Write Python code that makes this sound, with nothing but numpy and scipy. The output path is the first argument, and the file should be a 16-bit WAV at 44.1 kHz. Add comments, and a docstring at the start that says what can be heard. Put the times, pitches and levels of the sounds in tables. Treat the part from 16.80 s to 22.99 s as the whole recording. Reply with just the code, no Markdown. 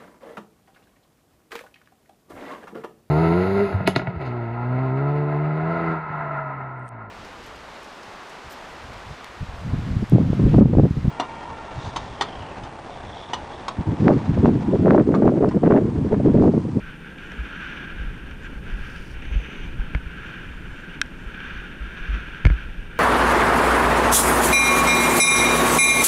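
"""On a slope of soft snow, a gliding skier is heard from a helmet camera in a closed plastic housing.
Friction and breaking crystals make the skis hiss; the hiss swells with each turn and excites the
housing's resonances. Turbulent wind rumbles over it, loose snow swishes and clods collapse.
Something hard ticks on the case; bumps thump through the mount, and the hardest make it clack.
The camera's electronics add a faint hiss and whine."""
import sys
import numpy as np
from scipy import signal
from scipy.fft import rfft, irfft
from scipy.io import wavfile
from scipy.ndimage import uniform_filter1d

SR = 44100
rng = np.random.default_rng(int(sys.argv[2]) if len(sys.argv) > 2 else 0)


def store_wav(level_fs):
    """Save 16-bit WAV to argv[1]."""
    pcm = np.round(np.clip(np.atleast_2d(level_fs), -1, 1) * 32767)
    wavfile.write(sys.argv[1], SR, pcm.T.astype(np.int16))


N = 272979
T = np.arange(N) / SR

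# the edges bite into the snow: start/s, end/s, attack/s, release/s
BITE = (2.52, 2.87, 0.067, 0.041)


def gain_of(db):
    """Amplitude ratio of a level in decibels."""
    return 10 ** (np.asarray(db) / 20)


def unit_rms(x):
    """Normalisation to rms 1."""
    return x / np.sqrt(np.mean(x ** 2) + 1e-20)


def spectrum_at(points, hz):
    """Interpolation of a spectrum on a logarithmic frequency axis."""
    f, value = np.transpose(points)
    return np.interp(np.log(hz + 1), np.log(f + 1), value)


def curve(rows):
    """Linear interpolation of a control table over time."""
    return np.interp(T, *np.transpose(rows))


def add(mix, s, sound):
    """Superposition of a sound on the mix, from time s."""
    part = mix[max(round(s * SR), 0):][:len(sound)]
    part += sound[:len(part)]


def noise(points):
    """Spectral shaping: white noise takes the given spectrum, at rms 1."""
    hz = np.fft.rfftfreq(N, 1 / SR)
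    return unit_rms(irfft(rfft(rng.standard_normal(N)) * gain_of(spectrum_at(points, hz)), N))


def flutter(rate_hz):
    """Random modulation: noise of rms 1, low-passed at about rate_hz."""
    hz = np.fft.rfftfreq(N, 1 / SR)
    return unit_rms(irfft(rfft(rng.standard_normal(N)) * np.exp(-(hz / rate_hz) ** 2), N))


def held(t, start, end, attack_s, release_s):
    """An envelope that grows exponentially until start, holds until end, then decays."""
    return np.exp(-np.maximum(start - t, 0) / attack_s - np.maximum(t - end, 0) / release_s)


def stroke_power(rows, t):
    """Incoherent addition: short bell-shaped strokes sum in power."""
    return sum(gain_of(db) ** 2 * np.exp(-((t - s) / half_s) ** 2) for s, db, half_s in rows)


def ring(modes, damping, rise_s):
    """Free vibration: modes build up during contact, then fall 60 dB in t60 / damping."""
    t = np.arange(int(0.12 * SR)) / SR
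    sound = sum(gain_of(db - 60 * t * damping / t60) * np.sin(2 * np.pi * hz * t)
                for hz, db, t60 in modes)
    return sound * (1 - np.exp(-t / rise_s))


def struck(sound, low_hz, top_hz):
    """A small part radiates bass poorly, and a soft contact excites little treble; peak 1."""
    sound = signal.sosfilt(signal.butter(6, low_hz, "highpass", fs=SR, output="sos"), sound)
    sound = signal.sosfilt(signal.butter(2, top_hz, fs=SR, output="sos"), sound)
    return sound / abs(sound).max()


def friction_db(t):
    """Friction noise grows with load: the level of the hiss as the skis press and let go."""
    # turns: t/s of most pressure, level/dB, build-up/s, release/s
    turns = [(0.86, -35, 0.57, 0.56), (2.06, -40, 0.13, .2), (2.66, -43, 0.62, 1),
             (3.45, -38.5, 0.24, 0.32), (4.14, -42.5, 0.65, 0.18), (4.67, -35.5, .2, 0.19),
             (5.35, -36, .66, 0.43), (5.77, -39.5, 0.33, 0.19)]
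    # steering scuffs: t/s, level/dB, half length/s
    scuffs = [(0.085, -43.5, 0.061), (0.285, -50.5, .04), (0.43, -50, 0.035), (1.52, -49, 0.04),
              (1.65, -38, 0.019), (1.745, -44.5, 0.03), (1.9, -42.5, 0.073), (3.05, -43, 0.048),
              (6.16, -42.5, 0.066)]
    # the skis go light between two edges: t/s, drop in level/dB
    lifts = [(0.179, 4.5), (0.355, 5.5), (1.807, 6.5), (2.255, 3), (2.94, -0.5), (6.06, -0.5)]
    flat_running_db, turn_drop_db, bite_gain_db, lift_s = -53, 9.5, 1.5, 0.02
    power = gain_of(flat_running_db) ** 2 + stroke_power(scuffs, t)
    for s, db, build_s, release_s in turns:
        from_peak = np.maximum((s - t) / build_s, (t - s) / release_s)
        power += gain_of(db - turn_drop_db * from_peak) ** 2
    unloading_db = sum(db * np.exp(-((t - s) / lift_s) ** 2) for s, db in lifts)
    return 10 * np.log10(power) + bite_gain_db * held(t, *BITE) - unloading_db


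def crunch(grains_per_s=2600, spread_db=2.0, grain_share=0.2, crust_s=0.0053):
    """Shot noise of breaking crystals joins smooth sliding noise; both leap where crust cracks."""
    # patches of crust: t/s, rise in level/dB
    crusts = [(0.384, 7), (0.518, 5), (1.512, 8), (2.422, 8), (2.454, 7.5), (2.545, 1), (3.999, 3),
              (4.545, 6), (4.603, 8.5)]
    crust_db, age = np.zeros(N), np.arange(SR // 20) / SR
    for s, db in crusts:
        add(crust_db, s, db * np.exp(-(age / crust_s) ** 2))
    size = gain_of(spread_db * np.minimum(rng.exponential(1, N), 4))
    grains = unit_rms(size * rng.standard_normal(N) * (rng.random(N) < grains_per_s / SR))
    sliding = rng.standard_normal(N)
    return (np.sqrt(grain_share) * grains + np.sqrt(1 - grain_share) * sliding) * gain_of(crust_db)


def skis(bite_bright_db=5, bite_lead_s=0.082, hollow_per_db=0.2):
    """Source and filter: snow crunches under the skis, and the housing's resonances colour it."""
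    # spectrum of the hiss: f/Hz, level/dB
    hiss_spectrum = [(500, -20), (700, -25.5), (900, -18), (1170, -16.5), (1500, -9), (2000, -10),
                     (3050, -11.5), (3650, -27), (3950, -31), (4400, -30), (4750, -37), (6200, -39),
                     (7500, -50.5), (12000, -82)]
    # resonances of the housing: f/Hz, width/Hz, gain/dB
    housing = [(1375, 132, 8.5), (1601, 139, 13), (1716, 83, -2.5), (2100, 160, -4), (2406, 280, 4),
               (3600, 220, 9), (5900, 880, 5.5)]
    # change of colour with edging: f/Hz, gain/(dB per dB of brightness)
    edging = [(1000, 0.5), (1550, -0.82), (2000, 0.82), (3000, 0.77), (7000, -0.2)]
    frames = signal.stft(crunch(), nperseg=512, noverlap=384)[2].T
    t, f = np.arange(len(frames)) * 128 / SR, np.fft.rfftfreq(512, 1 / SR)
    housing_db = sum(db / (1 + (2 * (f - hz) / width) ** 2) for hz, width, db in housing)
    # a ski pressed into deep snow sounds hollow, an edged one sharp
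    edged = held(t, BITE[0] - bite_lead_s, BITE[1], bite_lead_s, BITE[3])
    bright_db = bite_bright_db * edged - hollow_per_db * friction_db(t)
    edging_db = np.outer(bright_db - bright_db.mean(), spectrum_at(edging, f))
    # the colour wavers slightly, in patches of time and frequency
    patches = uniform_filter1d(rng.standard_normal(frames.shape), size=16, axis=0)
    patches_db = 0.22 * unit_rms(uniform_filter1d(patches, size=7, axis=1))
    frames *= gain_of(spectrum_at(hiss_spectrum, f) + housing_db + edging_db + patches_db)
    hiss = unit_rms(signal.istft(frames.T, nperseg=512, noverlap=384)[1][:N])
    chatter_db = 1.03 * flutter(rate_hz=21)
    return hiss * gain_of(friction_db(T) + chatter_db)


def wind(rough_db=1.33, lumpy_db=2.5):
    """Turbulence: air rushes steadily over the housing, and slow eddies buffet it."""
    # spectra of the rush and the eddies: f/Hz, level/dB
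    rush_spectrum = [(59, -100), (100, -20), (124, -8), (167, 2), (217, -3.5), (312, -6.5), (522, -14.5),
                     (613, -20), (698, -22), (865, -18.5), (1160, -25), (1300, -32), (1690, -75),
                     (2860, -120)]
    buffet_spectrum = [(8, -3.5), (23, 5.5), (33, 1), (42, -3), (60, -0.5), (85, -10.5), (130, -9.5),
                       (300, -55), (1200, -100)]
    # strength of the rush and the eddies: t/s, level/dB
    airflow = [(0, -45.5), (0.35, -42), (1.9, -42), (2.25, -43.5), (2.8, -41), (3.4, -43.5), (4.7, -42.5),
               (5.9, -43.5), (6.19, -44)]
    gusts = [(0, -40.5), (0.85, -42.5), (1.4, -34), (2.3, -36), (3.0, -35.5), (3.5, -38), (3.85, -37),
             (4.2, -39), (4.9, -40), (6.19, -38.5)]
    rush = noise(rush_spectrum) * gain_of(curve(airflow) + rough_db * flutter(rate_hz=123))
    buffet = noise(buffet_spectrum) * gain_of(curve(gusts) + lumpy_db * flutter(rate_hz=4.5))
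    return rush + buffet


def electronics(floor_db=-64.0, flicker_db=0.5, whine_db=-4.5, pulse_hz=30, pulse_depth=0.17):
    """Self-noise of the camera: a flickering hiss and a thin, amplitude-modulated whine."""
    # tones of the whine: f/Hz, relative level/dB
    tones = [(8780, -69.5), (11719, -74.5), (14626, -75.5)]
    # spectrum of the noise floor: f/Hz, level/dB
    floor_spectrum = [(700, 3.5), (3000, 9.5), (7000, 3), (9000, -1.5), (10000, -2), (11000, -4.5),
                      (13000, -8), (15000, -16)]
    whine = sum(gain_of(db) * np.sqrt(2) * np.sin(2 * np.pi * hz * T) for hz, db in tones)
    whine *= 1 + pulse_depth * np.sin(2 * np.pi * pulse_hz * T)
    floor = gain_of(floor_db + flicker_db * flutter(rate_hz=25)) * noise(floor_spectrum)
    return gain_of(whine_db) * whine + floor


def spray(powder_db=-61.5, sizzle_db=-64.0, grainy_db=1.7, gritty_db=2.5):
    """Granular noise: snow swishes off the tips, a skid throws powder, then biting edges sizzle."""
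    # puffs of loose snow: t/s, level/dB, half length/s
    puffs = [(0.49, -71, .11), (1.645, -67, .025), (3.47, -74, .05), (3.75, -74, 0.14), (3.97, -69, .06),
             (4.42, -70, .06), (4.68, -75, 0.022)]
    # the sideways skid: start/s, end/s, attack/s, release/s
    skid = (2.1, 2.34, 0.24, 0.012)
    # spectra of the puffs, the powder and the edges: f/Hz, level/dB
    puff_spectrum = [(2500, -30), (5000, 2), (6500, 2), (7500, 6), (8500, -25), (10000, -16), (15000, -25)]
    powder_spectrum = [(800, -63), (2500, -34), (4000, -1), (4500, 5), (6000, 1), (8000, -11), (9800, -5),
                       (11500, -16), (15000, -14)]
    edge_spectrum = [(700, -58), (2000, -18), (3600, -4), (4200, -17), (5400, -15), (5850, -4), (6250, 0),
                     (6800, -15), (9000, -31), (15000, -41)]
    swish = noise(puff_spectrum) * np.sqrt(stroke_power(puffs, T))
    fizz = noise(powder_spectrum) * gain_of(powder_db + gritty_db * flutter(rate_hz=400))
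    sizzle = noise(edge_spectrum) * gain_of(sizzle_db)
    snow = swish + fizz * held(T, *skid) + sizzle * held(T, *BITE)
    return snow * gain_of(grainy_db * flutter(rate_hz=230))


def clods(level_db=-10.0, rise_s=0.002, decay_s=0.0097):
    """Inelastic collapse: soft lumps give way under a ski in short, dull bursts of noise."""
    # collapsing clods: t/s, relative level/dB
    collapses = [(0.519, -29), (0.961, -39), (2.51, -29), (2.599, -28), (2.76, -35), (2.87, -28.5),
                 (2.992, -31), (3.043, -34), (4.238, -31.5)]
    # spectrum of a collapse: f/Hz, level/dB
    clod_spectrum = [(150, -30), (400, 3), (650, -4), (1000, -2), (1400, -24), (3000, -16), (8000, -43)]
    envelope, t = np.zeros(N), np.arange(SR // 8) / SR
    for s, db in collapses:
        add(envelope, s, gain_of(db) * (1 - np.exp(-t / rise_s)) * np.exp(-t / decay_s))
    return gain_of(level_db) * envelope * noise(clod_spectrum)


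def case_ticks(level_db=2.0):
    """Impulse response: something hard, probably ice, strikes the case and rings its modes."""
    # impacts: t/s, relative peak level/dB
    impacts = [(0.519, -36), (1.511, -42), (2.163, -37), (2.346, -52), (2.4229, -41), (2.453, -45),
               (4.2154, -7), (4.261, -42)]
    # modes of the case: f/Hz, level/dB, nominal t60/s
    case_modes = [(1480, -4, 0.035), (1624, 5.5, 0.024), (2060, 7, 0.0074), (2500, -2.5, 0.019),
                  (3190, 1.5, 0.014), (3730, 0.5, 0.014), (4270, -7, 0.0071), (5530, -4, 0.014),
                  (5650, -6, 0.016), (7450, -5.5, 0.0056), (8300, -14, 0.0054)]
    tick = struck(ring(case_modes, damping=1.33, rise_s=0.00006), low_hz=1390, top_hz=13000)
    out = np.zeros(N)
    for s, db in impacts:
        add(out, s, gain_of(db + level_db) * tick)
    return out


def mount_thumps():
    """Damped oscillation: each bump sets the camera swaying briefly on its mount; one row is instead the low
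    jolt that follows a clack."""
    # bumps in the snow, and at 5.656 s the low jolt that follows a clack: t/s, envelope peak level/dB, f/Hz,
    # swell time/s
    bumps = [(0.587, -21.5, 56.3, 0.018), (1.192, -21.5, 51.4, .015), (1.255, -22.5, 39, 0.018),
             (1.917, -20.5, 43.4, 0.022), (2.512, -18, 53.5, 0.013), (2.555, -10, 46.5, .011),
             (2.993, -14, 33.2, 0.0095), (3.148, -14.5, 51, 0.0089), (3.263, -20.5, 43.7, 0.0051),
             (4.461, -24.5, 44.3, .008), (4.759, -27, 46, .013), (4.998, -25, 51.4, .027),
             (5.208, -24, 28, 0.011), (5.285, -17, 50, 0.018), (5.327, -19.5, 52, 0.013),
             (5.645, -7.5, 44.6, 0.016), (5.6559, -3.5, 90.4, 0.0049), (5.697, -10, 53.8, .017),
             (5.979, -23.5, 37.5, 0.009)]
    out, t = np.zeros(N), np.arange(SR // 4) / SR
    for s, db, hz, swell_s in bumps:
        envelope = gain_of(db) * t / swell_s * np.exp(1 - t / swell_s)
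        add(out, s, -envelope * np.sin(2 * np.pi * hz * t))
    return out


def mount_clacks(jolt_db=-1.0, crack_db=-19.5, crack_s=0.0028):
    """Impact excitation: the mount hits its stop with a crack, rings, and jolts the helmet."""
    # impacts: t/s, clack peak level/dB, contact cutoff f/Hz, relative jolt level/dB
    impacts = [(3.149, -13, 2710, -4), (5.6524, -7, 4570, 0), (5.667, -13.5, 3500, -0.5),
               (5.6688, -17, 5000, 6), (5.7014, -18, 2200, 3)]
    # modes of the mount and the helmet: f/Hz, level/dB, nominal t60/s
    mount_modes = [(480, -10, 0.01), (690, -8, 0.01), (1020, -4, 0.0083), (1470, -2, 0.014),
                   (1740, 0.5, 0.01), (2110, 1, 0.011), (2190, -7.5, 0.015), (2950, -15, 0.015),
                   (4280, -16.5, 0.015), (6070, -17.5, 0.01), (8640, -15, 0.0036)]
    helmet_modes = [(145.3, 5.5, 0.057), (278, -0.5, 0.035)]
    mount = ring(mount_modes, damping=0.93, rise_s=0.00014)
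    jolt = ring(helmet_modes, damping=1.17, rise_s=0.0033)
    out, t = np.zeros(N), np.arange(len(mount)) / SR
    crack = gain_of(crack_db) * rng.standard_normal(len(t)) * np.exp(-t / crack_s)
    for s, db, top_hz, heavy_db in impacts:
        clack = struck(mount + crack, low_hz=387, top_hz=top_hz)
        add(out, s, gain_of(db) * (clack + gain_of(jolt_db + heavy_db) * jolt))
    return out


def scene():
    """Superposition of all sources at the one microphone."""
    mix = skis() + wind() + electronics() + spray() + clods()
    return (mix + case_ticks() + mount_thumps() + mount_clacks())[None]


def record(dry):
    """Soft saturation rounds the loudest thump near full scale; a low-pass limits the band."""
    limited = dry / (1 + dry ** 8) ** (1 / 8)
    lowpass = signal.firwin(511, cutoff=15700, window=("kaiser", 9), fs=SR)
    return signal.oaconvolve(limited, lowpass[None], "same")


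dry = scene()
out = record(dry)
store_wav(out)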